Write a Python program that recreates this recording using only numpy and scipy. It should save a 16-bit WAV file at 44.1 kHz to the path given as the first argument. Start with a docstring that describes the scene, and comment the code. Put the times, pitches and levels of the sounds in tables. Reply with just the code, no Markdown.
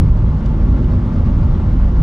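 """Inside a car rolling slowly, engine near idle, about 2 s, heard through a two-port microphone.
Throughout: firings and a second drone throb low as wavering sines; the road shakes body panels and cabin air,
which boom as noise-fed resonances over a rumble; tyres and vent air hiss as flickering noise bands.
From 0.07 s to 0.86 s five short scrapes make the trim tick. The microphone rounds the loudest booms."""
import sys
import numpy as np
from scipy import signal
from scipy.fft import rfft, irfft, next_fast_len
from scipy.io import wavfile
from scipy.ndimage import uniform_filter1d

SR = 44100
rng = np.random.default_rng(int(sys.argv[2]) if len(sys.argv) > 2 else 0)


def unload_wav(signal):
    """Save mono or channel-first audio to the path in sys.argv[1] as 16-bit WAV at rate SR, clipped to [-1, 1]."""
    wavfile.write(
        sys.argv[1],
        SR,
        np.round(np.clip(np.atleast_2d(signal).T, -1, 1) * 32767).astype(np.int16),
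    )


def makeup_ratio(level_db):
    """Linear amplitude ratio for a level in decibels (20 dB per factor of ten)."""
    decades = np.asarray(level_db, float) / 20
    return 10 ** decades


N = 89214  # samples

# engine firing: t/s, f/Hz, level/dB
FIRING = [(0.03, 35.75, -12.5), (0.286, 34.18, -17.5), (0.324, 34.01, -30.5), (0.488, 35.68, -17),
          (0.962, 34.23, -16.5), (1.056, 31.76, -26.5), (1.176, 32.1, -14), (1.34, 33.24, -21),
          (1.498, 32.85, -11.5), (1.596, 35.68, -24), (1.7, 35.53, -15), (1.792, 31.62, -14.5),
          (1.946, 31.4, -25), (1.99, 31.6, -11.5)]
# multiples 1-4 of the firing rate: relative level/dB
ORDER_LEVELS_DB = [-1.5, -19, -18, -20]
# second low drone, probably the driveline: t/s, f/Hz, level/dB
DRIVELINE_DRONE = [(0.03, 55.4, -18), (0.128, 58.3, -14.5), (0.176, 57.6, -20.5), (0.312, 60.2, -12),
                   (0.33, 59.9, -23), (0.384, 57.88, -18.5), (0.548, 56.3, -16), (0.592, 54.4, -29),
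                   (0.608, 54.27, -14.5), (0.978, 55.7, -16.5), (1.066, 52.92, -21.5),
                   (1.306, 53.32, -14.5), (1.366, 55.19, -15), (1.584, 57.64, -16.5), (1.886, 55.36, -13),
                   (1.99, 53.2, -15)]
# body and cabin-air resonances: f/Hz, width/Hz, relative level/dB
BODY_BOOMS = [(30, 13, -6), (66.6, 21, -7), (89.1, 16.2, -2.5), (116.8, 16, -7), (151.3, 22, -7.5),
              (174.3, 30.6, -10), (204.9, 26, -12)]
# higher panel resonances: f/Hz, width/Hz, relative level/dB
HIGH_PANELS = [(229, 26, 0.5), (251, 25.7, -2), (305.3, 37, -8), (340.2, 50, -7.5)]
# road roughness: t/s, boom level/dB, high-panel level/dB
ROAD_LEVELS = [(0.0, -10, -19.5), (0.14, -19.5, -37), (0.2, -14, -29.5), (0.45, -16, -29),
               (0.62, -17, -24.5), (0.8, -17, -24), (1.1, -14.5, -24.5), (1.2, -17, -23),
               (1.63, -13, -30.5), (1.66, -15, -24), (1.88, -20.5, -30), (2.02, -13, -24.5)]
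# rumble spectrum: f/Hz, relative density/dB per Hz
RUMBLE_SPECTRUM = [(7.1, -34.5), (12, -9.5), (43, -3), (71, 2), (184, -10), (276, -20.5), (360, -21),
                   (434, -28.5), (500, -27.5), (650, -64.5), (1100, -120)]
# tyre and vent-air spectrum: f/Hz, relative density/dB per Hz
HISS_SPECTRUM = [(220, -35), (380, -2.5), (437, -8.5), (502, -5), (596, -4.5), (685, -11), (878, -9),
                 (1130, -9.5), (1850, -22), (2060, -22), (2480, -28.5), (2810, -28), (5480, -37.5),
                 (7250, -44), (8330, -52.5), (9300, -52), (10200, -52.5), (11000, -60.5), (15500, -85)]
# cabin resonances in the hiss: f/Hz, width/Hz, lift/dB
CABIN_MODES = [(488, 25, 2.5), (780, 29, 0.5), (884, 27, 4.5), (1116, 12, 6), (1360, 11, 5.5),
               (1990, 77, -1), (2780, 60, 2), (3240, 47, 2)]
# hiss: t/s, level/dB
HISS_LEVEL = [(0, -34), (.14, -35.5), (.4, -34.5), (1, -34), (1.5, -33.5), (2.02, -34)]
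# trim ticks: t/s, peak level/dB, scrape length/s, brightness/dB per octave, favoured mode f/Hz
TRIM_TICKS = [(.074, -56, .005, 9, 10200), (.402, -51, .011, 3, 10200), (.456, -35, .009, -2.5, 4800),
              (.841, -38, .007, -5, 3000), (.862, -59, .007, 9, 11300)]
# trim modes: f/Hz, relative level/dB, t60/s
TRIM_MODES = [(3000, -2, .012), (3630, 0, .007), (4200, -4, .004), (4800, -5, .005), (5700, -4, .004),
              (6600, -8, .006), (7400, -10, .006), (9300, -27, .003), (10200, -22, .004),
              (11300, -27, .003), (12500, -31, .003)]
# port likeness: f/Hz, coherence/0-1
PORT_COHERENCE = [(60, .9995), (130, .997), (290, .98), (640, .87), (1410, .52), (3100, .6), (6820, .65),
                  (15000, .66)]
# port balance: f/Hz, left minus right level/dB
PORT_BALANCE = [(60, -.55), (110, -.5), (200, 0), (380, .5), (700, 2), (1290, 2.5), (2380, 1.5), (4400, 0),
                (8120, 1), (15000, 1)]
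# port phase: f/Hz, left lead/rad
PORT_LEAD = [(30, -0.058), (600, -0.12), (1380, -1), (1750, -0.81), (2200, -0.59), (3400, 0.051),
             (4700, -.1), (15000, 0)]

FIRING_SCATTER_DB, DRONE_SCATTER_DB, BOOM_SCATTER_DB = 3, 1.9, 1.24
RUMBLE_DB = -19.5
DRIFT_S, FIRMNESS = 0.00123, 0.44  # time wander bending boom pitch; 0 = free noise, 1 = steady strand
CONTACT_S, FAVOURED_DB = 0.00027, 6  # rise of each trim ring; lift of the mode nearest the struck spot
CEILING = 0.95  # amplitude at which the microphone saturates


def read(table, hz):
    """Straight lines on a log-frequency axis."""
    a = np.array(table, float)
    return np.interp(np.log(np.maximum(hz, 1)), np.log(np.maximum(a[:, 0], 1)), a[:, 1])


def curve(table, column):
    """One column of a table against time."""
    a = np.array(table, float)
    return np.interp(np.arange(N) / SR, a[:, 0], a[:, column])


def unit(x):
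    """Rms 1."""
    return x / np.sqrt(np.mean(x ** 2))


def walk(rate_hz):
    """Random values held 1 / rate_hz seconds and slewed twice; spread near 1."""
    hold = int(SR / rate_hz)
    steps = np.repeat(rng.standard_normal(N // hold + 1), hold)
    slewed = uniform_filter1d(uniform_filter1d(steps, hold), hold)
    return 1.69 * slewed[:N]


def resonance(hz, centre_hz, width_hz):
    """Bell of height 1 about a resonance."""
    return 1 / (1 + ((hz - centre_hz) / (width_hz / 2)) ** 2)


def noise(gain):
    """Noise at two ports, coloured by gain(hz), as alike, tilted and shifted as the cabin makes it."""
    hz = np.arange(N // 2 + 1) * SR / N
    coherence = np.sqrt(np.clip(read(PORT_COHERENCE, hz), 0, 1))
    a, b = rfft(rng.standard_normal((2, N)), axis=1) * gain(hz)
    mid = a * np.sqrt((1 + coherence) / 2)
    side = b * np.sqrt((1 - coherence) / 2)
    # half the difference to each port
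    tilt = makeup_ratio(read(PORT_BALANCE, hz) / 2) * np.exp(0.5j * read(PORT_LEAD, hz))
    return irfft(np.array([(mid + side) * tilt, (mid - side) / tilt]), N, axis=1)


def engine():
    """Low multiples of the firing rate and the drone, each wavering in pitch and level."""
    firing_hz = curve(FIRING, 1) * (1 + 0.0088 * walk(8))
    firing_phase = 2 * np.pi * np.cumsum(firing_hz) / SR
    orders = 0
    for k, db in enumerate(ORDER_LEVELS_DB, start=1):
        level = makeup_ratio(db + FIRING_SCATTER_DB * walk(12.05))
        orders = orders + level * np.sin(k * firing_phase + rng.uniform(0, 2 * np.pi))
    firings = orders * makeup_ratio(curve(FIRING, 2))

    drone_hz = curve(DRIVELINE_DRONE, 1) * (1 + 0.0296 * walk(9.89))
    drone_phase = 2 * np.pi * np.cumsum(drone_hz) / SR
    drone = np.sin(drone_phase) * makeup_ratio(curve(DRIVELINE_DRONE, 2) + DRONE_SCATTER_DB * walk(11))

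    balance = makeup_ratio(np.array([[0.5], [-0.5]]) * PORT_BALANCE[0][1])
    return np.sqrt(2) * (firings + drone) * balance  # sqrt(2): levels are rms


def rings(table):
    """Road shake rings each resonance as a fairly firm strand that wanders in level and pitch."""
    out = 0
    for f, width, db in table:
        strand = noise(lambda hz: resonance(hz, f, width))
        swing = np.abs(signal.hilbert(strand.sum(axis=0), next_fast_len(N))[:N])
        strand = strand / (swing / swing.mean() + 0.091) ** FIRMNESS  # evens out the envelope
        at = np.arange(N) + DRIFT_S * SR * walk(9)
        bent = np.array([np.interp(at, np.arange(N), port) for port in strand])
        out = out + makeup_ratio(db + BOOM_SCATTER_DB * walk(12)) * unit(bent)
    return unit(out)


def booming():
    """Body booms and higher panels, shaken by the road, over a broad rumble below 600 Hz."""
    booms = rings(BODY_BOOMS) * makeup_ratio(curve(ROAD_LEVELS, 1))
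    panels = rings(HIGH_PANELS) * makeup_ratio(curve(ROAD_LEVELS, 2))
    rumble = unit(noise(lambda hz: makeup_ratio(read(RUMBLE_SPECTRUM, hz)) * (hz < 600)))
    return booms + panels + rumble * makeup_ratio(RUMBLE_DB)


def hiss():
    """Tyre and vent air: half-octave-spaced bands, lifted at cabin resonances, that flicker a little."""
    def quick(w):
        return w - uniform_filter1d(w, SR // 10)  # fast part only

    def colour(hz):
        lift = sum(db * resonance(hz, f, width) for f, width, db in CABIN_MODES)
        return makeup_ratio(read(HISS_SPECTRUM, hz) + lift)

    def window(hz, mid_hz):
        return np.cos(np.pi / 2 * np.clip(2 * np.log2((hz + 1) / mid_hz), -1, 1))

    out = 0
    shared_db = quick(walk(20))
    for mid_hz in 300 * 2 ** np.arange(0, 6, 0.5):
        band = noise(lambda hz: colour(hz) * window(hz, mid_hz))
        out = out + band * makeup_ratio(shared_db + 1.3 * quick(walk(24.95)))
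    return unit(out) * makeup_ratio(curve(HISS_LEVEL, 1))


def ticks():
    """A short scrape rings the modes of the plastic trim."""
    out = np.zeros((2, N))
    t = np.arange(2000) / SR
    for start_s, peak_db, length_s, tilt_db, favoured_hz in TRIM_TICKS:
        mid, side = rng.standard_normal((2, len(t)))
        push = mid + 0.29 * side * np.array([[1], [-1]])
        push = push * np.sin(np.pi * np.clip(t / length_s, 0, 1)) ** 0.5
        tick = 0
        for hz, db, t60_s in TRIM_MODES:
            decay = 1000 ** (-t / t60_s)
            ring = np.sin(2 * np.pi * hz * t) * decay * (1 - np.exp(-t / CONTACT_S)) ** 2
            mode = unit(signal.fftconvolve(push, ring[None], axes=1)[:, :len(t)])
            brightness_db = tilt_db * np.log2(hz / TRIM_MODES[0][0])
            tick = tick + mode * makeup_ratio(db + brightness_db + FAVOURED_DB * (hz == favoured_hz))
        i = int(start_s * SR)
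        out[:, i:i + len(t)] += tick / np.abs(tick).max() * makeup_ratio(peak_db)
    return out


def scene():
    """All layers at the microphone."""
    return engine() + booming() + hiss() + ticks()


def low_pass(x):
    """Removes everything above the highest recorded frequency."""
    return signal.sosfilt(signal.butter(12, 15710, fs=SR, output="sos"), x)


def record(dry):
    """The microphone saturates softly on boom peaks."""
    mix = CEILING * np.tanh(dry / CEILING)
    return low_pass(mix)


dry = scene()
out = record(dry)
unload_wav(out)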